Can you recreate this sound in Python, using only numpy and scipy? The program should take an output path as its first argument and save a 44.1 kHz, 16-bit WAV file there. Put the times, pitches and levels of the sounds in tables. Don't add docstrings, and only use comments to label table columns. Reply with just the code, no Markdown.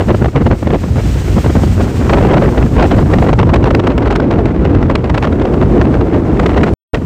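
import sys
import numpy as np
from scipy import signal
from scipy.fft import rfft, irfft, next_fast_len
from scipy.io import wavfile
from scipy.ndimage import uniform_filter1d, minimum_filter1d, map_coordinates

SR = 44100
rng = np.random.default_rng(int(sys.argv[2]) if len(sys.argv) > 2 else 0)


def file_out(sig):
    cols = np.atleast_2d(sig).T
    lim = np.clip(cols, -1, 1)
    pcm = np.round(lim * 32767).astype(np.int16)
    wavfile.write(sys.argv[1], SR, pcm)


def gain_from_db(level_db):
    decades = np.asarray(level_db, float) / 20
    return 10 ** decades


N = 310905
TIME_S = np.arange(N) / SR

# time_s, level_db
ROAR_SWELL = [(0, -9), (.15, -17), (.6, -18), (.95, -20), (1.25, -20), (1.68, -14), (1.9, -17), (2.15, -11),
              (2.6, -10), (3.05, -11), (3.65, -13), (3.95, -18), (4.75, -14), (5.2, -19), (5.85, -12),
              (6.2, -17), (6.6, -13), (7.0, -18)]
# pitch_hz, level_db (per band)
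EDDY_SPECTRUM = [(40, 0.5), (110, 4), (220, 1), (400, -8), (800, -11.5), (1600, -23.5), (4000, -31.5),
                 (16000, -59.5)]
# pitch_hz, level_db (per Hz)
BUFFET_SPECTRUM = [(12, -51), (20, -34.5), (43, -1), (98, -1), (200, -15.5), (231, -11.5), (300, -26.5),
                   (390, -43), (660, -120)]
# pitch_hz, level_db (per Hz)
SAND_SPECTRUM = [(530, -9.5), (900, -23.5), (1170, -7), (1310, -7.5), (2550, -8), (3660, -10.5), (7510, -8),
                 (11200, -9), (14900, -13), (15800, -30)]
# pitch_hz, gain_db
PORT_RESPONSE = [(20, -28), (50, 0.5), (2600, -0.5), (8000, -8.5), (11000, -22), (14800, -11),
                 (16000, -12.5)]
# out_s, back_s, tick_out_db, tick_back_db
DROPOUT = (6.738, 6.934, -19.5, -21.5)
# time_s, sand_db, hum_db
SAND_AND_HUM_SWELL = [(0, -43, -25), (.7, -46, -33), (1.0, -36.5, -33), (1.5, -35, -27), (2.0, -38, -24),
                      (2.3, -41, -15), (2.8, -41, -22), (3.25, -42, -19), (3.45, -51, -18), (4.2, -56, -15),
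                      (4.95, -57, -17), (5.3, -52, -14), (5.8, -50, -9), (6.15, -53, -14), (6.5, -50, -17)]
# pitch_hz, width_hz
AIR_POCKET = (303, 229)
# centre_s, depth_db, half_length_s
LULLS = [(.046, 14, .025), (.131, 5, .01), (.18, 8, .02), (.317, 14, .025), (.432, 4, .01), (.588, 15, .04),
         (.80, 9, .025), (.94, 5, .02), (1.02, 5, .02), (1.24, 5, .02), (1.42, 9, .02), (1.53, 6, .02),
         (2.04, 3, .03), (2.197, 5, .015), (2.563, 6, .015), (2.697, 10, .025), (2.75, 5, .012),
         (2.89, 4, .02), (3.087, 5, .015), (3.372, 11, .018), (3.42, 5, .01), (3.515, 5, .012),
         (3.815, 5, .02), (3.933, 5, .02), (4.262, 5, .02), (4.435, 7, .018), (5.082, 5, .018),
         (5.509, 4, .015), (5.755, 5, .015), (6.051, 5, .018)]
HEAD_ON = ([.5, .95, 1.4, 2.0, 2.3, 3.0, 3.6, 4.3, 4.7, 5.2, 5.7, 6.7, 6.95], [1, 5, 2, 3, -2, 1.5, 0, 1,
           -3, 1, -4, -1, 6])
# centre_s, fizz_db, width_s
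THUMPS = [(0.01, -20, 0.008), (0.097, -18, 0.027), (0.11, -8, 0.013), (0.146, -21, 0.01),
          (0.22, -15, 0.012), (0.246, -15, 0.008), (0.26, -19, 0.009), (0.284, -24, 0.008),
          (0.365, -15, 0.019), (0.416, -25, 0.015), (0.465, -17, 0.016), (0.517, -11, 0.021),
          (0.629, -28, 0.009), (0.673, -11, 0.008), (0.707, -25, 0.026), (0.738, -16, 0.021),
          (0.748, -24, 0.027), (0.838, -18, 0.008), (0.965, -29, 0.016), (0.989, -27, 0.023),
          (1.369, -23, 0.014), (1.383, -23, 0.009), (1.446, -28, 0.01), (1.463, -19, 0.01),
          (1.5, -22, 0.012), (1.555, -18, 0.008), (1.564, -21, 0.031), (1.637, -18, 0.009),
          (1.801, -24, 0.015), (2.017, -26, 0.028)]
FLUTTER = [(2.097, -11, 0.01), (2.136, -9, 0.014), (2.179, -21, 0.03), (2.209, -23, 0.01),
           (2.251, -23, 0.011), (2.311, -14, 0.014), (2.34, -16, 0.013), (2.361, -23, 0.024),
           (2.376, -20, 0.022), (2.423, -20, 0.015), (2.439, -27, 0.02), (2.484, -23, 0.01),
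           (2.583, -24, 0.013), (2.627, -23, 0.008), (2.769, -18, 0.009), (2.791, -15, 0.019),
           (2.82, -15, 0.021), (2.843, -26, 0.017), (2.855, -22, 0.009), (2.915, -17, 0.012),
           (2.943, -22, 0.01), (2.989, -8, 0.009), (3.137, -17, 0.01), (3.187, -17, 0.007),
           (3.225, -23, 0.01), (3.268, -23, 0.011), (3.292, -21, 0.013), (3.332, -7, 0.009),
           (3.396, -10, 0.018), (3.432, -21, 0.008)]
RIPS = [(3.492, -27, 0.008), (3.501, -23, 0.007), (3.54, -16, 0.015), (3.561, -11, 0.01),
        (3.629, -32, 0.007), (3.643, -18, 0.007), (3.66, -24, 0.01), (3.673, -21, 0.014),
        (3.709, -16, 0.008), (3.749, -11, 0.008), (3.799, -21, 0.011), (3.848, -33, 0.019),
        (3.873, -13, 0.01), (3.904, -29, 0.016), (3.921, -33, 0.015), (3.981, -11, 0.009),
        (4.024, -26, 0.012), (4.062, -30, 0.028), (4.072, -27, 0.019), (4.108, -26, 0.015),
        (4.126, -28, 0.008), (4.158, -15, 0.01), (4.202, -19, 0.007), (4.312, -27, 0.018),
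        (4.34, -27, 0.008), (4.388, -24, 0.013), (4.459, -28, 0.009), (4.653, -24, 0.01),
        (4.75, -26, 0.011), (4.829, -23, 0.009)]
LATE_RIPS = [(4.9, -17, 0.009), (4.913, -26, 0.013), (4.956, -17, 0.01), (5.045, -28, 0.013),
             (5.1, -26, 0.01), (5.147, -29, 0.012), (5.179, -22, 0.009), (5.23, -14, 0.012),
             (5.244, -26, 0.025), (5.276, -32, 0.01), (5.327, -29, 0.009), (5.419, -32, 0.014),
             (5.454, -22, 0.008), (5.542, -23, 0.009), (5.624, -24, 0.023), (5.815, -21, 0.009),
             (5.852, -28, 0.014), (5.943, -29, 0.013), (6.011, -25, 0.01), (6.143, -29, 0.021),
             (6.398, -18, 0.009), (6.433, -24, 0.014), (6.463, -19, 0.01), (6.497, -32, 0.012),
             (6.534, -27, 0.013), (6.574, -22, 0.017), (6.612, -29, 0.008), (6.638, -15, 0.01),
             (6.677, -24, 0.021), (6.946, -23, 0.014)]
# still_db (fizz over roar at no added speed), fizz_db_per_octave, pressure_db_per_octave
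PUFF_LAWS = [
    (-16, 14.5, 11),
    (-22, 9.3, 3.8),
    (-23, 7.5, 1.2),
    (-23, 7.5, 1.2),
]

CALM_OCTAVES = 0.4
BUFFET_DB = -11
BUFFET_FOLLOWS, BUFFET_SHELTER = 0.2, 0.6
STRAYS_PER_S, STRAY_OCTAVES, STRAY_S = 35, 0.33, 0.004
TOP_HZ = 15800


def unit(x):
    return x / np.sqrt(np.mean(x ** 2, axis=-1, keepdims=True) + 1e-20)


def along(points, hz):
    f, v = np.transpose(points)
    return np.interp(np.log(hz + 1), np.log(f + 1), v)


def curves(rows):
    s, *columns = np.transpose(rows)
    return [np.interp(TIME_S, s, column) for column in columns]


def wobble(rate):
    knot = np.arange(N) * np.clip(rate, .1, 500) / SR
    return map_coordinates(rng.standard_normal(4000), [knot])


def filtered(x, gain):
    size = next_fast_len(N + 8192)
    hz = np.fft.rfftfreq(size, 1 / SR)
    return irfft(rfft(x, size) * gain(hz), size)[..., :N]


def noise(spectrum):
    return unit(filtered(rng.standard_normal(N), lambda hz: gain_from_db(along(spectrum, hz))))


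def shelter():
    return sum(depth_db * np.exp(-((TIME_S - s) / half) ** 2) for s, depth_db, half in LULLS)


def buffet(level_db):
    lumps = gain_from_db(3.1 * wobble(14) + 0.98 * wobble(3.4))
    return gain_from_db(level_db - 3.0) * unit(lumps * noise(BUFFET_SPECTRUM))


def stray_puffs():
    gap, size, span = rng.exponential(size=(400, 3)).T
    centres_s = np.cumsum(gap) / STRAYS_PER_S
    return [(s, STRAY_OCTAVES * (1 + e) / 2, STRAY_S * (1 + w) / 2, 1.5)
            for s, e, w in zip(centres_s, size, span) if s < N / SR]


def puffs(roar_db):
    speed, push, rows = np.zeros(N), np.zeros(N), []
    for table, (still_db, per_octave_db, push_db) in zip([THUMPS, FLUTTER, RIPS, LATE_RIPS], PUFF_LAWS):
        for s, fizz_db, width in table:
            octaves = (fizz_db - roar_db[round(s * SR)] - still_db) / per_octave_db
            rows.append((s, octaves, width - .003, push_db))
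    rows += stray_puffs()
    for s, octaves, length, push_db in rows:
        at = np.arange(max(0, round((s - .04) * SR)), min(N, round((s + .06) * SR)))
        u = (at / SR - s) / np.clip(length, .003, .02)
        skewed = np.where(u < 0, 1.4 * u, .9 * u)
        bump = np.exp(-np.abs(skewed) ** 2.2) * np.clip(octaves, 0, 4)
        speed[at] = np.maximum(speed[at], bump)
        push[at] = np.maximum(push[at], bump * push_db)
    return speed * (1 + 0.17 * wobble(500) + 0.04 * wobble(120)), push


def eddies(roar_db, speed):
    centres = 40 * 2 ** (np.arange(18) / 2)

    def bell(hz):
        octaves_off = np.log2(hz / centres[:, None] + 1e-9)
        return np.cos(np.pi * np.clip(octaves_off, -.5, .5)) ** 2

    bands = unit(filtered(rng.standard_normal(N), bell))
    puff_speed, push_db = puffs(roar_db)
    speed = speed + puff_speed + 0.24 * wobble(25) + 0.23 * wobble(90) + 0.36 * wobble(300)
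    level_db = roar_db - 9 + push_db + 0.69 * wobble(14)
    return sum(band * gain_from_db(level_db + along(EDDY_SPECTRUM, hz / 2 ** speed)) for hz, band in zip(centres, bands))


def sand(level_db):
    flutter_db = 1.6 * wobble(30) + .7 * wobble(9)
    return gain_from_db(level_db + 8.5 + flutter_db) * noise(SAND_SPECTRUM)


def hum(level_db):
    centre, width = AIR_POCKET

    def resonance(hz):
        loss = (hz * width) ** 2
        return loss / ((centre ** 2 - hz * hz) ** 2 + loss)

    pocket = filtered(rng.standard_normal(N), resonance)
    throbs = gain_from_db(3.8 * wobble(18))
    return gain_from_db(level_db + 0.5) * unit(throbs * pocket)


def scene():
    roar_db, = curves(ROAR_SWELL)
    sand_db, hum_db = curves(SAND_AND_HUM_SWELL)
    lull_db = shelter()
    buffet_db = BUFFET_DB + np.interp(TIME_S, *HEAD_ON)
    buffet_db = buffet_db + BUFFET_FOLLOWS * (roar_db - roar_db.mean()) - BUFFET_SHELTER * lull_db
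    hum_db[round(DROPOUT[0] * SR):] -= 9
    thumps = buffet(buffet_db)
    roar = eddies(roar_db - lull_db, CALM_OCTAVES)
    mix = thumps + roar + sand(sand_db) + hum(hum_db - 0.4 * lull_db)
    return mix[None]


def saturate(x):
    need = np.minimum(1, 1.0 / (np.abs(x) + 1e-9))
    x = x * uniform_filter1d(minimum_filter1d(need, size=161), size=161)
    return x / (1 + np.abs(x) ** 8) ** (1 / 8)


def drop_out(x):
    out, back, tick_out_db, tick_back_db = DROPOUT
    t = TIME_S
    tail = gain_from_db(-40 - 1900 * (t - out).clip(0, 1)) * (t < out + .022)
    recovery = np.clip(.2 + (t - back) / .007, 0, 1)
    gate = np.where(t > out, np.where(t < back, tail, recovery), 1)
    gate = uniform_filter1d(gate, size=41)

    def tick(s):
        return (t > s - .0015) & (t <= s)

    x = x * gate + gain_from_db(tick_out_db) * tick(out) + gain_from_db(tick_back_db) * tick(back + .0015)
    return filtered(x, lambda hz: hz < TOP_HZ) * (gate > 0)


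def top_cut(x):
    return signal.sosfilt(signal.butter(12, 16330, fs=SR, output="sos"), x)


def record(dry):
    coloured = filtered(dry, lambda hz: gain_from_db(along(PORT_RESPONSE, hz)))
    mix = drop_out(saturate(coloured))
    return top_cut(mix)


dry = scene()
out = record(dry)
file_out(out)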